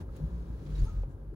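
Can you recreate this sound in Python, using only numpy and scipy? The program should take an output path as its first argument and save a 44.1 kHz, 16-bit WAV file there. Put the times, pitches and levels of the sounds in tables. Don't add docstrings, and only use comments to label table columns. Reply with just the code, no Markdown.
import sys
import numpy as np
from scipy import signal
from scipy.fft import rfft, irfft
from scipy.io import wavfile
from scipy.ndimage import uniform_filter1d

SR = 44100
rng = np.random.default_rng(int(sys.argv[2]) if len(sys.argv) > 2 else 0)


def wav_record(signal):
    frames = np.transpose(np.atleast_2d(signal))
    bounded = np.clip(frames, -1, 1)
    quanta = np.round(bounded * 32767).astype(np.int16)
    wavfile.write(sys.argv[1], SR, quanta)


N = 59535


def undb(db):
    return 10 ** (np.asarray(db) / 20)


def curve(table, column=1):
    rows = np.array(table)
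    return np.interp(np.arange(N) / SR, rows[:, 0], rows[:, column])


def over_hz(table, hz):
    rows = np.array(table)
    return np.interp(np.log(hz + 1), np.log(rows[:, 0]), rows[:, 1])


def rms1(x):
    return x / np.sqrt(np.mean(x ** 2))


def walk(rate):
    hold = int(SR / rate)
    steps = np.repeat(rng.standard_normal(N // hold + 1), hold)
    smooth = uniform_filter1d(uniform_filter1d(steps, hold), hold)
    return 1.166 * smooth[:N]


def band(x, lo_hz, hi_hz):
    sos = signal.butter(2, [lo_hz, min(hi_hz, .45 * SR)], "band", fs=SR, output="sos")
    return signal.sosfilt(sos, x)


def ports(shared, other, colour=None):
    # (frequency [Hz], likeness [0-1])
    alike_table = [(60, 0.99), (130, 1), (290, 0.84), (640, 0.5), (1400, 0.48), (3100, 0), (6000, 0.04),
                   (8000, 0.97), (16000, .995)]
    # (frequency [Hz], level [dB])
    lean_table = [(60, -0.5), (110, 3), (200, 0.5), (380, 3.5), (700, -0.5), (1290, 2.5), (2380, 1.5),
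                  (4400, -0.5), (8120, -1.0), (15000, 0.5)]
    # (frequency [Hz], left lag [ms])
    lag_table = [(900, .12), (1500, .15), (8600, .1744), (11100, .1802), (13400, .1866)]
    hz = np.arange(N // 2 + 1) * SR / N
    alike = np.clip(over_hz(alike_table, hz), 0, 1)
    shape = 1 if colour is None else undb(over_hz(colour, hz))
    lean = undb(over_hz(lean_table, hz) / 2)
    right = rfft(shared)
    left = alike * right + np.sqrt(1 - alike * alike) * rfft(other)
    left = left * np.exp(-2j * np.pi * hz * over_hz(lag_table, hz) / 1000)
    return irfft(shape * np.array([left * lean, right / lean]), N)


def judder():
    # (time [s], slip rate [Hz], fundamental [dB],
    # second multiple [dB], third multiple [dB])
    slip_table = [(0.0, 53.1, -75, -81, -45), (0.036, 51.54, -54, -47.5, -77),
                  (0.108, 49.64, -43.5, -54, -65), (0.134, 51.06, -55, -82, -74),
                  (0.172, 50.8, -75, -61, -61), (0.194, 50.5, -51, -63, -59), (0.21, 51.9, -40, -53, -41.5),
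                  (0.244, 52.1, -32, -33.5, -35.5), (0.266, 56.04, -34, -60, -53),
                  (0.284, 56.94, -38, -40, -86), (0.304, 55.94, -47.5, -58, -50.5),
                  (0.335, 56.55, -34.5, -65, -45), (0.352, 57.04, -33.5, -60, -46),
                  (0.38, 57.1, -43.5, -64, -50.5), (0.41, 57.3, -37, -64, -45.5),
                  (0.458, 57.58, -46.5, -72, -53.5), (0.496, 57.23, -41.5, -44.5, -52),
                  (0.548, 54.5, -40.5, -58, -49.5), (0.57, 54.64, -47, -50, -70),
                  (0.616, 50.71, -64, -58.5, -50), (0.65, 50.43, -49, -64, -49),
                  (0.672, 50.38, -46, -62, -44.5), (0.695, 50.3, -37.5, -57, -42),
                  (0.735, 50.16, -31, -62, -44), (0.774, 48.77, -32.5, -69, -46),
                  (0.812, 44.85, -26.5, -40, -36), (0.834, 41.8, -19.5, -43, -38),
                  (0.864, 40.8, -43, -40, -42.5), (0.886, 39.97, -32, -38.5, -64),
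                  (0.91, 40.9, -41.5, -43.5, -64), (0.936, 42.15, -44, -40.5, -45),
                  (0.958, 43.52, -36, -43, -49.5), (0.986, 45.85, -25, -55, -56),
                  (1.01, 44.7, -33, -39.5, -56), (1.022, 43.72, -31.5, -69, -63),
                  (1.056, 41.42, -36.5, -51, -51), (1.09, 43.25, -57, -70, -39.5),
                  (1.142, 46.45, -41, -39, -68.5), (1.184, 47.04, -54, -52, -48),
                  (1.202, 47.3, -46.5, -59, -62.5), (1.296, 49.65, -41.5, -48, -53),
                  (1.326, 47.87, -42, -60, -64), (1.35, 45.38, -75, -62, -40.5)]
    wobble = .015
    flicker_db, drift_rad = 1.3, 0.25
    fourth_db = -10
    shake_db, shake_hz = -14, (40.5, 140)
    rate = curve(slip_table) * (1 + wobble * walk(20))
    turn = 2 * np.pi * np.cumsum(rate) / SR + 2 * np.pi * rng.random()
    levels = [curve(slip_table, column=k) for k in (2, 3, 4)]
    levels.append(levels[-1] + fourth_db)
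    tone = 0
    for k, level in enumerate(levels):
        loudness = np.sqrt(2) * undb(level + flicker_db * walk(35.0))
        tone = tone + loudness * np.cos((k + 1) * turn + drift_rad * k * walk(13.03))
    shaking = rms1(band(band(rng.standard_normal(N), *shake_hz), *shake_hz))
    x = tone + undb(levels[0] + shake_db) * shaking
    return ports(x, np.roll(x, 60))


def rustle():
    # (time [s], level [dB])
    flow_table = [(.015, -65.5), (.045, -88), (.09, -84), (.13, -75), (.17, -66), (.23, -76), (.35, -71.5),
                  (.45, -75), (.56, -74), (.65, -69.5), (.72, -66), (.79, -62), (.87, -65), (.95, -68.5),
                  (1.03, -72.5), (1.07, -90), (1.12, -81), (1.16, -104), (1.33, -92)]
    # (frequency [Hz], relative level [dB per Hz])
    cloth_colour = [(500, -18), (900, -3.5), (1300, 0), (2000, -3), (3000, -7), (4000, -5), (5200, -9),
                    (6700, -10), (8000, -12), (10000, -14.5), (12500, -27), (16000, -15.5)]
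    grains_per_s, grain_spread_db = 6000, -0.5
    grains = []
    for _ in range(2):
        happens = rng.random(N) < grains_per_s / SR
        size = undb(grain_spread_db * rng.exponential(size=N))
        grains.append(rng.standard_normal(N) * happens * size)
    x = ports(grains[0], grains[1], cloth_colour)
    x = x / np.std(band(x, 2000, 8000))
    return x * undb(curve(flow_table) + 1.14 * walk(13.23))


def knocks():
    # (time [s], drive level [dB], left over right [dB], left late by [ms],
    # frequency where the ring is halved, duller above [Hz])
    knock_table = [(.2, -42.5, 8.5, 0.028, 636), (1.0348, -40.5, 1.5, 0.28, 3000)]
    # (frequency [Hz], relative level [dB], time to fall 60 dB [s])
    trim_modes = [(526, 5.5, 0.023), (640, -1.5, 0.013), (787, -2.5, 0.031), (950, -2, 0.015),
                  (1200, -8, 0.015), (2450, -11, 0.011)]
    soft_order = 6
    out = 0
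    for at, db, pan_db, lag_ms, soft_hz in knock_table:
        late = np.array([[lag_ms / 1000], [0]])
        t = np.maximum(np.arange(N) / SR - at - late, 0)
        ring = 0
        for hz, mode_db, t60 in trim_modes:
            strength = undb(mode_db) / (1 + (hz / soft_hz) ** soft_order)
            ring = ring + strength * np.sin(2 * np.pi * hz * t) * undb(-60 * t / t60)
        sides = np.array([[pan_db], [-pan_db]]) / 2
        onset = 1 - np.exp(-t / 0.00065)
        out = out + undb(db + sides) * ring * onset
    return out


def squeaks():
    # (time of the middle [s], RMS level there before flicker [dB], pitch there [Hz],
    # glide [Hz per s], length [s], left over right [dB], left wave late by [ms], early if negative)
    squeak_table = [(0.7565, -56, 3910, 9002, 0.008, 3, -0.063), (0.783, -63, 3760, -5000, 0.0111, -3, .01),
                    (0.872, -62, 1315, 2200, 0.036, 5, -0.065),
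                    (0.886, -60.5, 1345, -300, 0.026, 4, -0.054), (0.9, -62, 1250, -900, 0.04, 3, -0.0037),
                    (0.874, -61.5, 880, 900.5, 0.036, -2.5, -.03),
                    (0.85, -67.5, 4940, 0.5, 0.013, -3, -0.036), (0.95, -69, 1245, -150, 0.13, 1.5, 0.0027)]
    waver, flicker_db = 0.011, 2.5
    t, out = np.arange(N) / SR, 0
    for at, db, hz, glide, length, pan_db, lag_ms in squeak_table:
        pitch = (hz + glide * np.clip(t - at, -length, length)) * (1 + waver * walk(150))
        swell = np.exp(-.5 * ((t - at) / (length / 3)) ** 2)
        shape = undb(db + flicker_db * walk(59.96)) * swell
        cycles = np.cumsum(pitch) / SR - np.array([[hz * lag_ms / 1000], [0]])
        sides = undb(np.array([[pan_db], [-pan_db]]) / 2)
        out = out + np.sqrt(2) * shape * sides * np.sin(2 * np.pi * cycles)
    return out


def ticks():
    # (time of the middle [s], noise level there before the ports [dB], centre [Hz],
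    # width [Hz], length [s])
    tick_table = [(0.092, -59.5, 1320, 303, 0.0091), (.166, -63.5, 7000, 1490, 0.0048),
                  (.167, -68, 10400, 1200, 0.0077), (.168, -70, 15100, 1200, .014),
                  (0.667, -65.5, 3470, 2510, 0.015), (0.792, -67, 4460, 391.6, 0.048),
                  (0.796, -63, 6720, 876, 0.015), (0.854, -63, 9770, 610, 0.028),
                  (0.882, -71, 6450, 300, 0.085), (1.111, -78.5, 7810, 3030, 0.06),
                  (1.327, -50, 370, 110, 0.022)]
    t, shared, other = np.arange(N) / SR, 0, 0
    for at, db, hz, width, length in tick_table:
        shape = undb(db) * np.exp(-.5 * ((t - at) / (length / 3)) ** 2)
        lo_hz, hi_hz = hz - width / 2, hz + width / 2
        shared = shared + shape * rms1(band(rng.standard_normal(N), lo_hz, hi_hz))
        other = other + shape * rms1(band(rng.standard_normal(N), lo_hz, hi_hz))
    return ports(shared, other)


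def rumble():
    # (frequency [Hz], relative level [dB per Hz])
    rumble_colour = [(20, -34), (38, -3), (70, -3), (105, -6), (150, -9.5), (210, -14), (320, -15),
                     (420, -18), (500, -21.5), (545, -18), (600, -26.5), (750, -30.5), (980, -30),
                     (1100, -33.5), (1400, -35.5), (1570, -38), (1610, -30), (1680, -41.5), (2200, -48),
                     (4000, -53), (7500, -58.5), (9000, -54), (16000, -57)]
    # (time [s], level [dB])
    swell_table = [(0.0, -44), (0.052, -53), (0.248, -50), (0.364, -52), (0.788, -51), (1.318, -56),
                   (1.326, -58.5), (1.35, -48)]
    rumble_db = -45
    noise = ports(rng.standard_normal(N), rng.standard_normal(N), rumble_colour)
    spectrum = rfft(noise)
    octave = np.log2(np.arange(N // 2 + 1) * SR / N + 1)
    x = 0
    for k in range(3, 16):
        weight = np.clip(1 - abs(octave - k), 0, 1)
        x = x + irfft(spectrum * weight, N) * undb(0.71 * walk(8.2))
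    swell = curve(swell_table)
    return rms1(x) * undb(rumble_db + swell - swell.mean())


def scene():
    return judder() + rustle() + knocks() + squeaks() + ticks() + rumble()


def record(dry):
    edge_s, top_hz = .006, 15800
    t = np.arange(N) / SR
    x = dry * np.clip(np.minimum(t, t[::-1]) / edge_s, 0, 1)
    return signal.sosfilt(signal.ellip(10, .2, 80, top_hz, fs=SR, output="sos"), x)


dry = scene()
out = record(dry)
wav_record(out)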